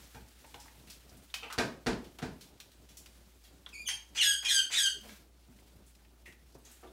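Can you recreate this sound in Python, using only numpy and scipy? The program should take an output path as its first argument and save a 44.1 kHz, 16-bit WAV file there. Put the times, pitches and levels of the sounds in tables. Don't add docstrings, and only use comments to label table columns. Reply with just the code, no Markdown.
import sys
import numpy as np
from scipy import signal
from scipy.io import wavfile
from scipy.ndimage import uniform_filter1d

SR = 44100
rng = np.random.default_rng(int(sys.argv[2]) if len(sys.argv) > 2 else 0)


def pcm_store(signal):
    levels = np.round(np.clip(np.atleast_2d(signal), -1, 1) * 32767)
    wavfile.write(sys.argv[1], SR, levels.astype(np.int16).T)


def decibels_to_gain(level_db):
    exponent = np.asarray(level_db, float) / 20
    return 10 ** exponent


N = 305172
EDGE_HZ = 15850


def evened(x):
    return x / np.sqrt(np.mean(x ** 2) + 1e-20)


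def read(points, hz):
    f, value = np.transpose(points)
    return np.interp(np.log(hz + 1), np.log(f + 1), value)


def curves(rows):
    s, *columns = np.transpose(rows)
    t = np.arange(s[0], s[-1], 1 / SR)
    return s[0], [np.interp(t, s, column) for column in columns]


def add(mix, s, sound):
    part = mix[round(s * SR):][:len(sound)]
    part += sound[:len(part)]


def coloured(x, db_of):
    hz = abs(np.fft.fftfreq(4096, 1 / SR))
    log_gain = np.log(decibels_to_gain(np.maximum(db_of(hz), -100)))
    taps = np.fft.ifft(np.exp(np.conj(signal.hilbert(log_gain)))).real[:2048]
    return signal.fftconvolve(x, taps)


def slow(count, width):
    width = max(int(width), 1)
    once = uniform_filter1d(rng.standard_normal(count), width)
    return evened(uniform_filter1d(once, width))


def wash(spectrum, patchy_db, flicker_db):
    frames, hz = N // 128 + 5, np.fft.rfftfreq(512, 1 / SR)
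    a, b, patches = rng.standard_normal((frames, 257, 3)).T
    patches = evened(uniform_filter1d(uniform_filter1d(patches, 24, 0), 16, 1))
    level_db = read(spectrum, hz)[:, None] + patchy_db * patches + flicker_db * slow(frames, 4.3)
    z = (a + 1j * b) * decibels_to_gain(level_db)
    return evened(signal.istft(z, nperseg=512, noverlap=384)[1][:N])


# time_s, level_db
STROKING = [(0.0, -57), (.26, -63.5), (.5, -60), (1.05, -65), (1.2, -63.5), (1.8, -67.5), (2.2, -66.5),
            (2.8, -68.5), (3.06, -66), (3.64, -67.5), (4.95, -66), (5.1, -54), (5.3, -73.5), (5.6, -66.5),
            (6.1, -70.5), (6.62, -70), (6.72, -61.5), (6.92, -69)]


def stroking():
    return np.interp(np.arange(N) / SR, *np.transpose(STROKING))


# pitch_hz, level_db
HISS = [(290, -24.5), (500, 2.5), (621, -39.5), (868, -4), (1030, -10.5), (1280, -3.5), (3700, -3),
        (4210, -3.5), (16000, -10)]


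def hiss(stroke_db):
    feathers = decibels_to_gain(stroke_db) * wash(HISS, patchy_db=.6, flicker_db=1.2)
    capsule = decibels_to_gain(-79) * wash(HISS, patchy_db=-6.0, flicker_db=-1)
    return feathers + capsule


# pitch_hz, level_db
RUMBLE = [(47, -11.5), (80, 0), (86, -10), (113, -9.5), (247, -11), (371, -12), (409, -19), (651, -17.5),
          (1500, -30), (1950, -45), (3300, -120)]
RUMBLE_DB, RUMBLE_FOLLOWS = -65.5, .25
AFTER_THUMP_DB, AFTER_THUMP_T60_S = -30, 0.69


def rumble(stroke_db):
    t = np.arange(N) / SR
    level = decibels_to_gain(RUMBLE_DB + RUMBLE_FOLLOWS * (stroke_db - stroke_db.mean()))
    for s, peak_db, *_ in THUMPS:
        level += decibels_to_gain(peak_db + AFTER_THUMP_DB - 60 * (t - s) / AFTER_THUMP_T60_S) * (t > s)
    return level * wash(RUMBLE, patchy_db=2.0, flicker_db=1.5)


# centre_s, half_length_s, change_db
HUM_FALTERS = [
    (.0, 0.074, -1),
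    (0.217, .05, 6.5),
    (.29, 0.037, -5),
    (.37, 0.028, 4),
    (0.43, 0.031, -6),
    (1.23, .05, -5),
    (2.41, .08, -12),
    (2.65, 0.1, -8),
    (4.56, 0.11, -5),
    (4.717, 0.068, -6),
]
HUM_HZ, HUM_WAVER_HZ, HUM_DB = 59.5, 2.2, -60.5


def hum():
    t = np.arange(N) / SR
    tone = np.sqrt(2) * np.sin(2 * np.pi * np.cumsum(HUM_HZ + HUM_WAVER_HZ * slow(N, 900)) / SR)
    falter_db = sum(db * np.exp(-((t - s) / half) ** 2) for s, half, db in HUM_FALTERS)
    return tone * decibels_to_gain(HUM_DB + falter_db + 1.1 * slow(N, 1500))


def burst(length):
    t = np.arange(4000) / SR
    spray = rng.standard_normal(len(t)) * np.exp(-t / length)
    return spray * np.minimum(t / (0.09 * length), 1)


def contact(peak_db, centre_hz, octaves, length):
    bell = lambda hz: -6 * np.abs(np.log2((hz + 20) / centre_hz) / octaves) ** 1.038
    ring = coloured(burst(length), bell)
    return decibels_to_gain(peak_db) * ring / abs(ring).max()


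# start_s, peak_db, centre_hz, room_share_db
THUDS = [(.146, -49.5, 163, 6), (.195, -53, 210, -13), (.78, -54.5, 141, 3.5), (1.117, -50.5, 165, 4.5),
         (1.586, -33.5, 136, -5.5), (1.866, -36, 119, -3), (1.868, -43, 62, 8), (2.226, -31, 214, -3),
         (2.25, -44, 60, 3.5), (2.748, -61, 336, -7), (5.484, -51, 179, 2), (5.752, -53, 105, -6),
         (6.276, -53.5, 370, -3), (6.289, -55.5, 133, -3), (6.551, -44.5, 336, -3),
         (6.829, -46.5, 367, 6.5)]
KNOCKS = [(.441, -46.5, 870, -8), (.542, -42, 750, -6.5), (.656, -50.5, 880, -3), (1.424, -43, 650, 9),
          (1.585, -38, 1400, 13), (1.501, -35, 1320, 5), (2.189, -42, 840, -3), (3.663, -44, 1270, -3.5),
          (3.885, -37.5, 1510, -4), (6.834, -49, 1100, -0.5), (5.03, -58.5, 560, 14)]
TICKS = [(.4474, -48, 2380, -14), (.5427, -40, 3300, -7), (.6809, -47.5, 1980, -5),
         (1.3014, -62, 3620, -11), (1.3399, -25, 2600, -1.5), (1.34, -37.5, 990, -3),
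         (1.4311, -33.5, 2540, 4), (1.929, -34, 3220, -8), (5.0918, -44, 1820, 1), (5.587, -58, 2200, -12),
         (6.049, -55, 2200, -7), (6.8744, -65, 3500, -8)]
SNAPS = [(.1461, -44, 1540, 1.5), (.8714, -47.5, 2850, 6), (2.186, -37.5, 2930, -6.5),
         (2.6005, -38.5, 3240, -8), (2.7164, -50, 4060, 0.5), (2.8883, -53, 2960, 6.5),
         (3.0594, -44, 3160, -7.5), (3.4371, -63.5, 3980, 18), (5.9502, -49, 4190, -22),
         (6.3235, -48.5, 2150, -15), (6.6528, -51, 3780, 6)]
RUSTLES = [(.4643, -54, 8300, -5), (.6, -43, 5240, 0.5), (1.0927, -50, 5100, -17), (1.2351, -57, 8680, -13),
           (4.088, -57, 6440, -13), (5.0874, -49, 4030, 4.5), (5.8638, -57, 8950, 4.5),
           (6.0533, -74, 4360, -10), (6.5834, -58, 11700, -13), (6.6504, -54, 6910, -6),
           (6.7137, -48.5, 8450, 2)]
BRUSHES = [(1.169, -51, 8510, -9), (1.3403, -29, 4340, -5), (1.5252, -34, 4970, -15),
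           (2.8888, -52.5, 5830, 3.5), (2.9697, -40.5, 6600, -1.5), (3.059, -61, 4570, 9),
           (3.4376, -50, 5550, -10), (3.6884, -47.5, 4000, -10), (6.2598, -53, 7260, 5.5),
           (6.5211, -58, 4990, -14), (6.5445, -55, 5760, -11.5)]
SWEEPS = [
    (.8979, -39, 4600, -26),
    (2.04, -48.5, 3050, -12),
    (2.4075, -43, 4100, -9),
    (2.6, -48, 4070, -8),
    (4.151, -38.5, 1700, 4),
    (4.425, -39, 1724, -2.5),
    (4.7, -40, 1484, 1.5),
    (6.2544, -50, 2070, -7),
]
RINGS = [(.15, -52.5, 865, -5), (.447, -54, 890, -28), (.465, -59, 8200, -3), (.543, -60, 870, 10.5),
         (.655, -60, 900, -6), (1.502, -49, 1410, 8), (1.585, -52, 1610, 17), (3.887, -72, 875, 20.5),
         (4.446, -53.5, 1055, -1), (6.257, -45, 1980, -1.5), (6.257, -52, 2660, -2),
         (6.648, -50.5, 6640, -1), (6.872, -56, 3550, -12)]
PINGS = [
    (1.301, -49, 3620, -12),
    (1.585, -27, 4500, -25),
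    (1.867, -26.5, 4650, -21),
    (3.662, -34.5, 3480, -8.5),
]


def contacts():
    near, far = np.zeros((2, N))
    kinds = [(THUDS, 0.58, 0.01), (KNOCKS, 0.69, .011), (TICKS, 0.34, 0.0049), (SNAPS, .92, 0.0098),
             (RUSTLES, .49, .012), (BRUSHES, 0.8, 0.016), (SWEEPS, 0.9, 0.04), (RINGS, .09, 0.022),
             (PINGS, 0.099, 0.0026)]
    for table, octaves, length in kinds:
        for s, peak_db, centre_hz, room_share_db in table:
            sound = contact(peak_db, centre_hz, octaves, length)
            add(near, s, sound)
            add(far, s, decibels_to_gain(room_share_db) * sound)
    return near, far


# start_s, peak_db, treble_tilt_db_per_octave, length_s
THUMPS = [
    (1.58, -17, 0.5, 0.011),
    (1.863, -18.5, 0.0, 0.0013),
    (2.221, -28.5, 0.0, 0.00092),
]
# pitch_hz, level_db
THUMP = [(24, -58), (40, -18.5), (158, 1.5), (359, -0.5), (427, -0.5), (606, -7.5), (670, -5.5), (797, -6),
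         (949, -8), (1160, -13), (1520, -7.5), (3220, -19), (4350, -16.5), (9890, -31), (15500, -48)]


def thump(peak_db, tilt_db, length):
    blows = np.zeros(2000)
    at = np.cumsum(rng.integers(40, 200, 8))
    at = at - at[0]
    blows[at] = rng.choice([-1., 1.], 8) * np.exp(-at / SR / max(length, .001))
    blows[0] = 3
    blow = coloured(blows, lambda hz: read(THUMP, hz) + tilt_db * np.log2(hz / 1000 + 0.025))
    return decibels_to_gain(peak_db) * blow / abs(blow).max()


# pitch_hz, level_db
THROAT = [(760, -35), (1300, -19.5), (1630, -11.5), (2770, 4), (3380, -2.5), (4200, 1), (4900, -9.5),
          (5610, -6.5), (6760, -6), (7270, -13.5), (8320, -6.5), (10700, -20), (11700, -16), (13000, -28.5),
          (15500, -34.5)]


def squeak(rows):
    s, (hz, effort_db, rough, soft_db) = curves(rows)
    hz = hz * (1 + .09 * rough * slow(len(hz), 50))
    turns = np.cumsum(hz) / SR
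    tone, power = np.zeros((2, len(hz)))
    for k in range(1, 11):
        height = decibels_to_gain(read(THROAT, k * hz) - soft_db * np.log2(k)) * (k * hz < EDGE_HZ)
        tone += height * np.cos(2 * np.pi * k * turns)
        power += height ** 2 / 2
    tone /= np.sqrt(power)
    flutter_db = 10 * rough * slow(len(hz), 200)
    return s, decibels_to_gain(effort_db + flutter_db) * tone * signal.windows.tukey(len(hz), .15)


# time_s, pitch_hz, effort_db
PEEPS = [
    [(3.722, 2790, -56), (3.735, 2460, -45.5), (3.75, 2233, -47), (3.772, 2313, -52.5), (3.788, 2454, -49),
     (3.815, 2370, -47.5), (3.845, 2410, -97)],
    [(3.853, 3500, -52), (3.872, 2905, -37), (3.878, 3190, -28.5), (3.89, 3190, -38.5), (3.902, 2880, -85)],
]
PEEP_ROUGH, PEEP_SOFT_DB, BRIGHTER_PER_DB = 0.15, -12, 0.27


def peep(rows):
    return squeak([(s, hz, db, PEEP_ROUGH, PEEP_SOFT_DB - BRIGHTER_PER_DB * db) for s, hz, db in rows])


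# pitch_hz, level_db
RASP = [(240, -46.5), (400, -31.5), (1170, -16.5), (2470, 7.5), (2970, 3), (3970, -3.5), (4350, -1.5),
        (5070, 1.5), (8670, -6.5), (15500, -32.5)]


def rasp(rows):
    s, (level_db,) = curves(rows)
    count = len(level_db)
    strands_db = 3.5 * rng.standard_normal(90)
    strand_hz = np.linspace(0, SR / 2, len(strands_db))
    colour = lambda hz: read(RASP, hz) + np.interp(hz, strand_hz, strands_db)
    slaps = rng.standard_normal(count) * (.25 + (rng.random(count) < .06))
    air = evened(coloured(slaps, colour)[:count])
    return s, decibels_to_gain(level_db + 0.81 * slow(count, 60)) * air * signal.windows.tukey(count, .08)


# start_s, rise_s, peak_db, length_s
RASPS = [
    (3.882, 0.00507, -26.5, 0.029),
    (4.146, 0.029, -32.5, 0.14),
    (4.442, .01, -29, 0.19),
    (4.708, .03, -27.5, 0.11),
]
RASP_START_DB, RASP_FALL_S, RASP_LINGER_DB, RASP_END_DB = -16.5, .04, -56.5, -51.5


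def gasp(start, rise, peak_db, length):
    fallen = min(rise + RASP_FALL_S, .9 * length)
    return rasp([(start, peak_db + RASP_START_DB), (start + rise, peak_db), (start + fallen, RASP_LINGER_DB),
                 (start + length, RASP_END_DB)])


# start_s, length_s, first_hz, last_hz, effort_db
WHISTLES = [
    (4.173, 0.045, 3340, 2640, -29),
    (4.443, 0.017, 2490, 2410, -43),
    (4.45, .04, 3256, 3224, -30.5),
    (4.708, 0.04, 2370, 2490, -48),
    (4.722, 0.045, 3495, 3900, -33),
]
WHISTLE_BEND, WHISTLE_SWELL_DB, WHISTLE_ROUGH, WHISTLE_SOFT_DB = 2.2, 10, .2, 8


def whistle(start, length, first_hz, last_hz, effort_db):
    u = np.linspace(0, 1, 9)
    hz = first_hz + (last_hz - first_hz) * u ** WHISTLE_BEND
    swell_db = effort_db + WHISTLE_SWELL_DB * (u - .5)
    return squeak(np.transpose([start + length * u, hz, swell_db, WHISTLE_ROUGH + 0 * u, WHISTLE_SOFT_DB + 0 * u]))


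# start_s, length_s, held_hz, sag_hz_per_s, effort_db
SQUAWKS = [
    (4.209, 0.12, 1651, 51, -28.5),
    (4.48, .118, 1623, 500, -28.5),
    (4.754, .12, 1637, 619, -30),
]
BREAK_RATIO, FALL_S, BREAK_DB, BREAK_SOFT_DB, BREAK_ROUGH = 1.33, .02, -2, -3, .3
SLACK_S = 0.013
CLOSE_S, CLOSE_RATIO, CLOSE_DB, CLOSE_SOFT_DB = .016, 0.873, -4, 5.5
RATTLE_HZ, RATTLE_DB, RATTLE_S = 230, 5, .06
SWELL_DB, HELD_SOFT_DB, SQUAWK_ROUGH = 3, 0.55, .07


def squawk(start, length, held_hz, sag_hz, effort_db):
    t = np.arange(0, length, .0005)
    fresh = np.exp(-(t / (FALL_S + SLACK_S * sag_hz / 1000)) ** 2)
    closing = np.clip(1 - (length - t) / CLOSE_S, 0, 1)
    hz = (held_hz - sag_hz * t) * BREAK_RATIO ** fresh * CLOSE_RATIO ** closing
    rattle_hz = RATTLE_HZ * (1 + .2 * slow(len(t), 12))
    rattle = np.cos(2 * np.pi * np.cumsum(rattle_hz) * (t[1] - t[0]))
    level_db = effort_db + BREAK_DB * fresh + CLOSE_DB * closing + SWELL_DB * t / length
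    level_db = level_db + RATTLE_DB * rattle * np.exp(-(t / RATTLE_S) ** 2)
    soft_db = HELD_SOFT_DB + BREAK_SOFT_DB * fresh + CLOSE_SOFT_DB * closing
    return squeak(np.transpose([start + t, hz, level_db, SQUAWK_ROUGH + BREAK_ROUGH * fresh, soft_db]))


# time_s, pitch_hz, level_db
MOANS = [
    [(4.93, 438, -83), (4.938, 460, -71), (4.97, 401, -58), (5.0, 403, -75)],
    [(5.0, 215, -73), (5.014, 209, -61), (5.118, 220.5, -62.5), (5.124, 207, -57), (5.17, 211, -70)],
]


def moan(rows):
    s, (hz, level_db) = curves(rows)
    tone = np.sin(2 * np.pi * np.cumsum(hz) / SR) * signal.windows.tukey(len(hz), .3)
    return s, decibels_to_gain(level_db + 3.5 + 1.7 * slow(len(hz), 300)) * tone


# pitch_hz, t60_s
ROOM = [(100, 0.42), (260, 0.5), (700, 0.39), (1840, 0.33), (4850, 0.32), (12000, 0.28)]


def room(x):
    taps = np.zeros(SR)
    at = np.arange(140, SR - 20, 20)
    taps[at + rng.integers(0, 20, len(at))] = rng.choice([-1., 1.], len(at))
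    hz, t, z = signal.stft(taps, SR, nperseg=512)
    tail = signal.istft(z * decibels_to_gain(-60 * t / read(ROOM, hz)[:, None]), SR, nperseg=512)[1]
    return signal.fftconvolve(x, tail / np.linalg.norm(tail))[:N]


def scene():
    bird, blows = np.zeros((2, N))
    stroke_db = stroking()
    ground = hiss(stroke_db) + rumble(stroke_db) + hum()
    near, far = contacts()
    for s, *row in THUMPS:
        add(blows, s, thump(*row))
    for rows in PEEPS:
        add(bird, *peep(rows))
    for voice, table in ((gasp, RASPS), (whistle, WHISTLES), (squawk, SQUAWKS)):
        for row in table:
            add(bird, *voice(*row))
    for rows in MOANS:
        add(near, *moan(rows))
    direct = decibels_to_gain(-4) * bird + decibels_to_gain(-4) * blows + near
    echoes = room(bird + decibels_to_gain(12.0) * blows + far)
    return (direct + echoes + ground)[None]


def roll_off(x):
    return signal.sosfilt(signal.butter(12, 16400, fs=SR, output="sos"), x)


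def record(dry):
    heard = signal.sosfilt(signal.butter(2, 45, "highpass", fs=SR, output="sos"), dry)
    band = signal.firwin(511, EDGE_HZ, window=("kaiser", 9), fs=SR)
    heard = signal.oaconvolve(heard, band[None], "same")
    return roll_off(heard)


dry = scene()
out = record(dry)
pcm_store(out)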